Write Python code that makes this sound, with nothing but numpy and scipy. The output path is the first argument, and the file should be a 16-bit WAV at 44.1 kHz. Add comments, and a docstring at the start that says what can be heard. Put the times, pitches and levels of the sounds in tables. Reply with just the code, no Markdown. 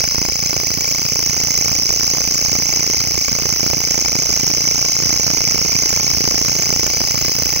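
"""On a wooden stake at night, a large katydid sings a few centimetres from a microphone with two ports.
Its forewings shut and open about 29 times a second. A scraper rasps along a file of teeth and shakes the wing,
and the thin wing membrane rings in short pips as the wings catch and turn. The beating wings also fan puffs
of air and sharp slaps, mostly onto the right port. Faint echoes and a hush of night air lie underneath."""
import sys
import numpy as np
from scipy import signal
from scipy.fft import rfft, irfft
from scipy.io import wavfile
from scipy.ndimage import uniform_filter1d, minimum_filter1d

SR = 44100
rng = np.random.default_rng(int(sys.argv[2]) if len(sys.argv) > 2 else 0)


def dump_mix(stems):
    """Bounce the given channels to the path in sys.argv[1] as a 16-bit WAV at rate SR."""
    frames = np.atleast_2d(stems).T  # one column per channel
    limited = np.clip(frames, -1, 1)  # hard clip at full scale
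    pcm = np.round(limited * 32767).astype(np.int16)
    wavfile.write(sys.argv[1], SR, pcm)


N = 335160
TIME = np.arange(N) / SR  # seconds
HZ = np.fft.rfftfreq(N, 1 / SR)  # the frequencies of a whole-length spectrum

STROKES_PER_S = 28.73  # one stroke is one shutting and one opening
EFFORT_DB_PER_S = 0.2047  # the insect slowly works harder, and the rasp and the fanned air grow with it
DRAUGHT_DB = -24.5  # fanned air at the right port at mid-song
DRAUGHT_WAVER_DB, DRAUGHT_WAVER_HZ = 1.07, 19  # its chance waver: size and speed
EDGE_HZ = 15850  # nothing much is heard above this

# How far the wings run ahead of a steady beat. Each row: time in seconds, lead in strokes.
WING_LEAD = [(0, .05), (.4, -.04), (1.15, -.025), (2.1, -.185), (2.8, -.11), (3.9, -.09), (4.4, -.145),
             (5.05, -.145), (5.4, -.105), (6.1, -.105), (7, -.04), (7.6, -.035)]
# Slow swells of the song. Each row: time in seconds, ring of the wing membrane in dB,
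# level of the lower skirt just below that ring in dB, level of the high sizzle in dB.
SONG_SWELLS = [(0, -3, 1, 4), (.3, -4.5, -1.5, 2.5), (.65, -3.5, -1.5, 3.5), (1.1, -3, -0.5, 3.5),
               (1.45, -1.4, -1.5, 3.5), (2, -1, 0.5, 3.5), (2.55, -1.5, -1, 3.5), (3.2, -3, -0.5, 2.5),
               (3.65, -2, -1, 4), (4.1, -2, -1.5, 0.5), (4.3, -0.5, -1, 2.5), (5.2, -1.1, 0.5, 2.5),
               (6.25, -1, 0.5, 3.5), (6.6, -0.9, -1.5, 3.5), (7.26, -3.5, 0.5, 5), (7.6, -2.5, -1.5, 4.5)]
# The scraper's travel in one stroke, shutting then opening.
# Each row: share of the stroke (0 to 1), pressure in dB, teeth per second.
SCRAPER_TRAVEL = [(0, -14, 1950), (.1, -12, 1980), (.135, -2.5, 2060), (.21, 2.3, 2110), (.29, -.2, 2265),
                  (.38, -3.6, 2390), (.43, -13, 2350), (.68, -15, 1950), (.735, -8, 1980),
                  (.82, -3.8, 2010), (.89, -5.5, 2070), (.95, -9, 2060), (1, -14, 1950)]
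# The tones of the tooth strikes, which are alternately strong and weak.
# Each row: multiple of the tooth rate, level in dB.
STRIKE_TONES = [(1, -4), (2, -10.5), (2.5, -14), (3, -4), (4, -13), (5, -15), (6, -13), (7, -17)]
# What the scraped wing radiates. Each row: frequency in Hz, level in dB.
WING_COLOUR = [(1200, -21), (1750, -24), (2200, -9.5), (2700, -5.5), (3400, -16.5), (3800, -19),
               (4100, -9.5), (4400, -7.5), (4750, 5.5), (5800, 5.1), (6400, 3.2), (7000, -1), (7900, -28),
               (8600, -19), (11500, -27.5), (13200, -24), (14100, -9.5), (15100, -9)]
# The membrane's pips where the wings catch, turn and skip open. Each row: share of the stroke (0 to 1),
# typical half length in seconds, level in dB, pitch in Hz, glide in Hz per second.
MEMBRANE_PIPS = [(.056, .0009, -1.2, 5790, 0), (.522, .0013, -.2, 5560, -130000),
                 (.588, .0006, .8, 5720, 200000), (.73, .0006, -14, 5750, 0), (.79, .0006, -11, 5950, 0),
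                 (.85, .0006, -10.5, 6000, 0), (.955, .0008, -7, 5520, 0)]
# The balance of the two ports. Each row: frequency in Hz, left minus right in dB.
PORT_BALANCE = [(1750, -20), (1950, 2), (2170, 4.5), (3300, -7.5), (3950, -2.5), (4400, -5.5), (4800, 1),
                (5150, 11.5), (5600, -5), (6300, -7), (7000, 3), (9000, 0), (10500, 13.5), (12000, -24),
                (12800, -16), (14000, 0.5), (15500, -14)]
# The timing of the two ports. Each row: frequency in Hz, radians by which the left leads.
PORT_LEAD = [(2100, 1), (3300, .5), (4200, 0), (4550, -2.3), (5000, -2.9), (6100, -6.1), (7050, -9.4),
             (8800, -12.4), (10000, -15.7), (14600, -19), (15800, -21.4)]
# The hand-held microphone drifts.
# Each row: time in seconds, radians by which the song's lower skirt turns toward the left port.
HAND_DRIFT = [(0, 1.4), (.5, 1.35), (1, 0.77), (1.5, 0.44), (4.4, -0.023), (5.2, -0.11), (6.4, 0.074),
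              (6.7, 0.9), (7.6, 0.8)]
# Puffs of air in one stroke. Each row: share of the stroke (0 to 1), half length in seconds, level in dB,
# signed push (a ratio), typical length of the front in seconds, dB gained per dB of the membrane's ring.
AIR_PUFFS = [(.06, .0011, -8, -.4, .0003, 1), (.21, .0021, -1.6, 1.1, .0007, -.4),
             (.265, .0008, -2.5, 0, .0003, -.4), (.22, .004, -17, .9, .0005, 0),
             (.35, .002, -17, 0, .0003, 0), (.508, .0016, -4.8, -1.7, .0004, 1),
             (.58, .0007, -1.7, .8, .00015, 1.1)]
# Wing beats whose puffs hit the port squarely or miss it. Each row: time in seconds, extra level in dB.
GUSTY_BEATS = [(.11, -3), (.32, -3), (.36, -4), (1.72, 5), (1.86, -2.5), (1.89, 4.5), (2.17, 1),
               (2.45, 1.5), (3.21, -7.5), (3.25, -6), (3.67, -1.5), (3.74, 1.5), (4.15, 0.5), (4.47, 4),
               (7.08, -4.5), (7.32, -10)]
# The colour of the turbulence on the port. 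Each row: frequency in Hz, level in dB.
EDDY_COLOUR = [(20, -57), (60, 4), (150, -1.5), (400, -4.5), (850, -11), (1600, -15), (3000, -15.5),
               (5000, -33.5), (9000, -30)]
# How the port answers a shove of air. Each row: frequency in Hz, level in dB.
SHOVE_COLOUR = [(25, -5), (60, -4), (90, 2), (130, 3.5), (250, 1.5), (1800, 12.5), (7000, -34)]
# Shutting beats that slap the port with a sharp crack.
# Each row: time in seconds, level in dB relative to the shared slap level.
SHARP_SLAPS = [(0.0404, -2.5), (0.0772, -7), (0.147, -0.5), (0.1823, 2), (0.2168, 0), (0.2516, -1.5),
               (0.2882, -2.5), (0.4975, -5.5), (0.5305, 0), (0.5668, 0), (1.1591, -1.5), (2.5539, 1),
               (2.6924, -6), (2.8289, -4), (3.177, -3), (3.2816, -3), (3.3526, -4.6), (3.3874, -2),
               (3.4574, 0), (3.6643, 1.5), (3.7338, 2), (5.2659, -3), (5.4073, -3), (5.9986, -1),
               (6.2775, 1), (6.3134, -4), (6.6215, -9), (6.728, -2), (6.8649, 1), (7.1104, -5.0),
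               (7.2493, -3), (7.3537, -4.8)]
# The colour of the night air. Each row: frequency in Hz, level in dB.
NIGHT_COLOUR = [(20, -22), (110, -15), (300, -9), (1000, -27), (3000, -39), (7500, -35), (8600, 10),
                (16000, -41)]


def gain_of(db):
    """Turns decibels into an amplitude factor."""
    return 10 ** (np.asarray(db) / 20)


def evened(x):
    """Scales to an rms (average strength) of 1."""
    return x / np.sqrt(np.mean(x ** 2) + 1e-20)


def read(points):
    """Joins the points of a short spectrum by straight lines on a log-frequency axis."""
    hz, value = np.transpose(points)
    return np.interp(np.log(HZ + 1), np.log(hz), value)


def band(x, points):
    """Keeps a band of frequencies; the points give the share kept at each frequency in Hz."""
    return irfft(rfft(x) * read(points), N)


def follow(rows, at=TIME):
    """Joins the columns of a table by straight lines along its first column."""
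    s, *columns = np.transpose(rows)
    return [np.interp(at, s, column) for column in columns]


def colour(x, points):
    """Filters by a spectrum in dB, with the phase that makes the ringing come after the blow."""
    log_gain = np.log(gain_of(read(points)))
    both_sides = np.r_[log_gain, log_gain[-2:0:-1]]
    lag = signal.hilbert(both_sides).imag[:len(HZ)]
    return irfft(rfft(x) * np.exp(log_gain - 1j * lag), N)


def waver(hz):
    """Random wandering of rms 1, mostly slower than hz."""
    spectrum = rfft(rng.standard_normal(N)) / (1 + (HZ / hz) ** 4)
    return evened(irfft(spectrum, N))


def nearest(strokes, share):
    """For an event once in every stroke: the number of the nearest one, and the seconds since it."""
    which = np.round(strokes - share)
    seconds = (strokes - share - which) / STROKES_PER_S
    return which.astype(int) + 2, seconds  # the 2 keeps the numbers above zero


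def effort_db():
    """A steady rise in effort, zero at mid-song."""
    return EFFORT_DB_PER_S * (TIME - TIME.mean())


def lower_skirt(x):
    """The part of the song just below the membrane's ring."""
    return band(x, [(4000, 0), (4400, 1), (5150, 1), (5650, 0)])


def night(floor_db=-47, left_db=-5):
    """A faint, even hush of moving air, made of coloured noise."""
    hush = evened(colour(rng.standard_normal((2, N)), NIGHT_COLOUR))
    return gain_of(floor_db) * gain_of([[left_db], [0]]) * hush


def rasp(strokes, drift=0.022, stroke_db=1):
    """The scraper trips over the file's teeth, faster as the wings shut; strikes and rubbing shake the wing."""
    jitter = .021  # fast unevenness of the tooth rate; drift is the slower part, both as shares of it
    grit, grit_follow = .7, .42  # strength of the rubbing, and how far it follows the pressure
    uneven_db, tone_db = 1.0, 1.3
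    pressure_db, teeth_hz = follow(SCRAPER_TRAVEL, strokes % 1)
    tone_waver = waver(40)
    uneven_rate = 1 + jitter * waver(672) + drift * waver(29.83)
    teeth = np.cumsum(teeth_hz * uneven_rate) / SR  # teeth passed so far
    strikes = 0
    for multiple, db in STRIKE_TONES:
        swell_db = tone_db * np.roll(tone_waver, rng.integers(N))  # each tone swells at its own times
        strikes = strikes + gain_of(db + swell_db) * np.cos(2 * np.pi * multiple * teeth)
    strikes = strikes * gain_of(pressure_db + stroke_db * waver(15.0))
    rubbing = grit * rng.standard_normal(N) * gain_of(grit_follow * pressure_db)
    shaking = (strikes + rubbing) * gain_of(uneven_db * waver(530))
    return evened(colour(shaking, WING_COLOUR))


def pips(strokes):
    """The membrane swells into a few clean cycles, each time a little different, and flatter when it rings weakly."""
    slip_s, reach_s = .00035, .005  # chance shift in time, and how far from its middle a pip is computed
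    uneven_db, detune = 1.3, .024  # chance changes of level, and of pitch as a share
    overtone_db, sag_per_db = -30, .009  # octave level, and share of pitch lost per dB
    out = np.zeros(N)
    tuning = 1 + sag_per_db * follow(SONG_SWELLS)[0]
    for share, half_s, db, hz, glide in MEMBRANE_PIPS:
        which, t = nearest(strokes, share)
        near = abs(t) < reach_s
        chance = rng.standard_normal((which.max() + 1, 5))  # one row for each pip
        late, loud, sharp, long, start = chance[which[near]].T
        t = t[near] - slip_s * late
        half = half_s * np.exp(.15 * long)
        pitch_hz = hz * (tuning[near] + detune * sharp)
        turns = pitch_hz * t + glide * t ** 2 / 2 + start
        swell = gain_of(db + uneven_db * loud) * np.exp(-abs(t / half) ** 2.5)
        octave = gain_of(overtone_db) * np.sin(4 * np.pi * turns)
        out[near] += swell * (np.sin(2 * np.pi * turns) + octave)
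    return evened(out)


def song(strokes, body_db=0.5):
    """The membrane's ring, the rasp around it and the high sizzle swell as the wings change their set."""
    rasp_db, pips_db = -18.7, -18.7
    pips_follow = .8  # dB of pips per dB of ring
    ring_db, skirt_db, sizzle_db = follow(SONG_SWELLS)
    scraped = rasp(strokes)
    ring = band(scraped, [(5000, 0), (5500, 1), (6500, 1), (7100, 0)])
    sizzle = band(scraped, [(11000, 0), (13000, 1)])
    body = scraped - ring - sizzle
    scrape = body * gain_of(body_db + effort_db()) + ring * gain_of(ring_db) + sizzle * gain_of(sizzle_db)
    ringing_pips = gain_of(pips_db + pips_follow * ring_db) * pips(strokes)
    sound = gain_of(rasp_db) * scrape + ringing_pips
    return sound + lower_skirt(sound) * (gain_of(skirt_db) - 1)


def ports(x, treble_db_per_radian=2.0, treble_turn=1.5):
    """So near, each port hears the wings with its own colour and delay, which shift as the hand drifts."""
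    half = gain_of(read(PORT_BALANCE) / 2) * np.exp(.5j * read(PORT_LEAD))
    pair = irfft(rfft(x) * np.array([half, 1 / half]), N)  # left, then right
    drift = follow(HAND_DRIFT)[0]
    turn = .5j * drift * np.array([[1], [-1]])
    skirt = lower_skirt(pair)
    treble = band(pair, [(7000, 0), (7500, 1)])
    facing = gain_of(treble_db_per_radian * drift * np.array([[1], [0]]))  # left treble only
    turned_skirt = signal.hilbert(skirt) * np.exp(turn)
    turned_treble = facing * signal.hilbert(treble) * np.exp(treble_turn * turn)
    return pair - skirt - treble + (turned_skirt + turned_treble).real


def wander(x):
    """The colour at each port wanders: narrow bands swell and sink for a moment, less so around the ring."""
    depth_db, band_hz, hold_s = 1.4, 190, .14
    hz, t, z = signal.stft(x, SR, nperseg=512)
    patches = rng.standard_normal(z.shape)
    for axis, size in 2 * [(1, round(band_hz / hz[1])), (2, round(hold_s / t[1]))]:
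        patches = uniform_filter1d(patches, size, axis, mode="wrap")
    depth_share = np.interp(hz, [5000, 5500, 6300, 6800], [1, .4, .4, 1])[:, None]
    changed = z * gain_of(depth_db * depth_share * evened(patches))
    return signal.istft(changed, SR, nperseg=512)[1][:, :N]


def foliage(x, count=4):
    """A brief scatter off the stake and the leaves: several sets of decaying random echoes fade in and out."""
    t60, shifts_per_s = .08, 5  # seconds for the echoes to fall by 60 dB, and fades per second
    t = TIME[:SR // 10]
    tails = rng.standard_normal((count, 2, len(t))) * gain_of(-60 * t / t60) * (t > .001)
    tails /= np.linalg.norm(tails, axis=2, keepdims=True)
    out = 0
    for k, tail in enumerate(tails):
        fade = np.cos(np.pi * (shifts_per_s * TIME + k / count)) * np.sqrt(2 / count)
        out = out + signal.oaconvolve(x * fade, tail, axes=1)[:, :N]
    return out


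def fanned_air(strokes, effort_follow=0.85, left_db=-14.5, push_db=0, left_push=0.038,
               eddy_share=0.68, eddy_follow=1.7):
    """Wing beats shove air, mostly at the right port: pressure flips at a steep front amid a burst of eddies."""
    scatter_s, uneven_db = .0007, 1.4  # chance shifts in time and level
    ring_db = follow(SONG_SWELLS)[0]
    gust_db = np.zeros(int(strokes[-1]) + 5)  # one value for each beat
    for s, db in GUSTY_BEATS:
        gust_db[int(np.interp(s, TIME, strokes)) + 2] = db
    burst, push = np.zeros(N), np.zeros(N)
    for share, half_s, db, shove, front_s, with_ring in AIR_PUFFS:
        which, t = nearest(strokes, share)
        late, loud, soft = rng.standard_normal((which.max() + 1, 3))[which].T
        t = t - scatter_s * late
        size = gain_of(db + with_ring * ring_db + gust_db[which] + uneven_db * loud)
        burst += size * np.exp(-.5 * (t / (eddy_share * half_s)) ** 2)
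        front = np.tanh(t / (front_s * np.exp(.5 * soft)))
        push += shove * size * np.exp(-abs(t) / half_s) * front
    eddies = evened(colour(burst * rng.standard_normal((2, N)), EDDY_COLOUR))
    eddies = gain_of(eddy_follow * effort_db()) * eddies
    shoves = gain_of(push_db) * evened(colour(push, SHOVE_COLOUR)) * np.array([[left_push], [1]])
    draught_db = DRAUGHT_DB + effort_follow * effort_db() + DRAUGHT_WAVER_DB * waver(DRAUGHT_WAVER_HZ)
    return evened(eddies + shoves) * gain_of(draught_db) * gain_of([[left_db], [0]])


def slaps(strokes, level_db=-5.5, usual_db=-11.0, half_s=0.00052):
    """As the wings shut, a brief suction snaps into a spike of pressure; most are faint, a few land squarely."""
    share, scatter_s, uneven_db = .235, .0008, 3  # place in the stroke, chance shifts in time and level
    front_s, lean, left = .0001, .35, .05  # length of the snap, tilt toward pressure, share at the left port
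    which, t = nearest(strokes, share)
    late, loud = rng.standard_normal((which.max() + 1, 2))[which].T
    t = t - scatter_s * late
    slap_db = usual_db + uneven_db * loud
    for s, db in SHARP_SLAPS:
        this = which == which[int(s * SR)]
        t[this] = TIME[this] - s
        slap_db[this] = db
    snap = np.exp(-abs(t) / half_s) * (np.tanh(t / front_s) + lean)
    return gain_of(level_db + slap_db) * snap * np.array([[left], [1]])


def scene(scatter_db=-12):
    """One wing beat drives the song, the fanned air and the slaps."""
    strokes = STROKES_PER_S * TIME + follow(WING_LEAD)[0]
    insect = wander(ports(song(strokes)))
    echoes = gain_of(scatter_db) * foliage(insect)
    return insect + echoes + fanned_air(strokes) + slaps(strokes) + night()


def record(dry):
    """A fast limiter turns down the tallest peaks at each port; then the highest treble is cut off."""
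    ceiling = .85
    room_left = np.minimum(1, ceiling / (abs(dry) + 1e-9))
    held = dry * uniform_filter1d(minimum_filter1d(room_left, size=25), size=25)
    low_pass = signal.firwin(701, EDGE_HZ, window=("kaiser", 9), fs=SR)
    return signal.oaconvolve(held, low_pass[None], "same")


dry = scene()
out = record(dry)
dump_mix(out)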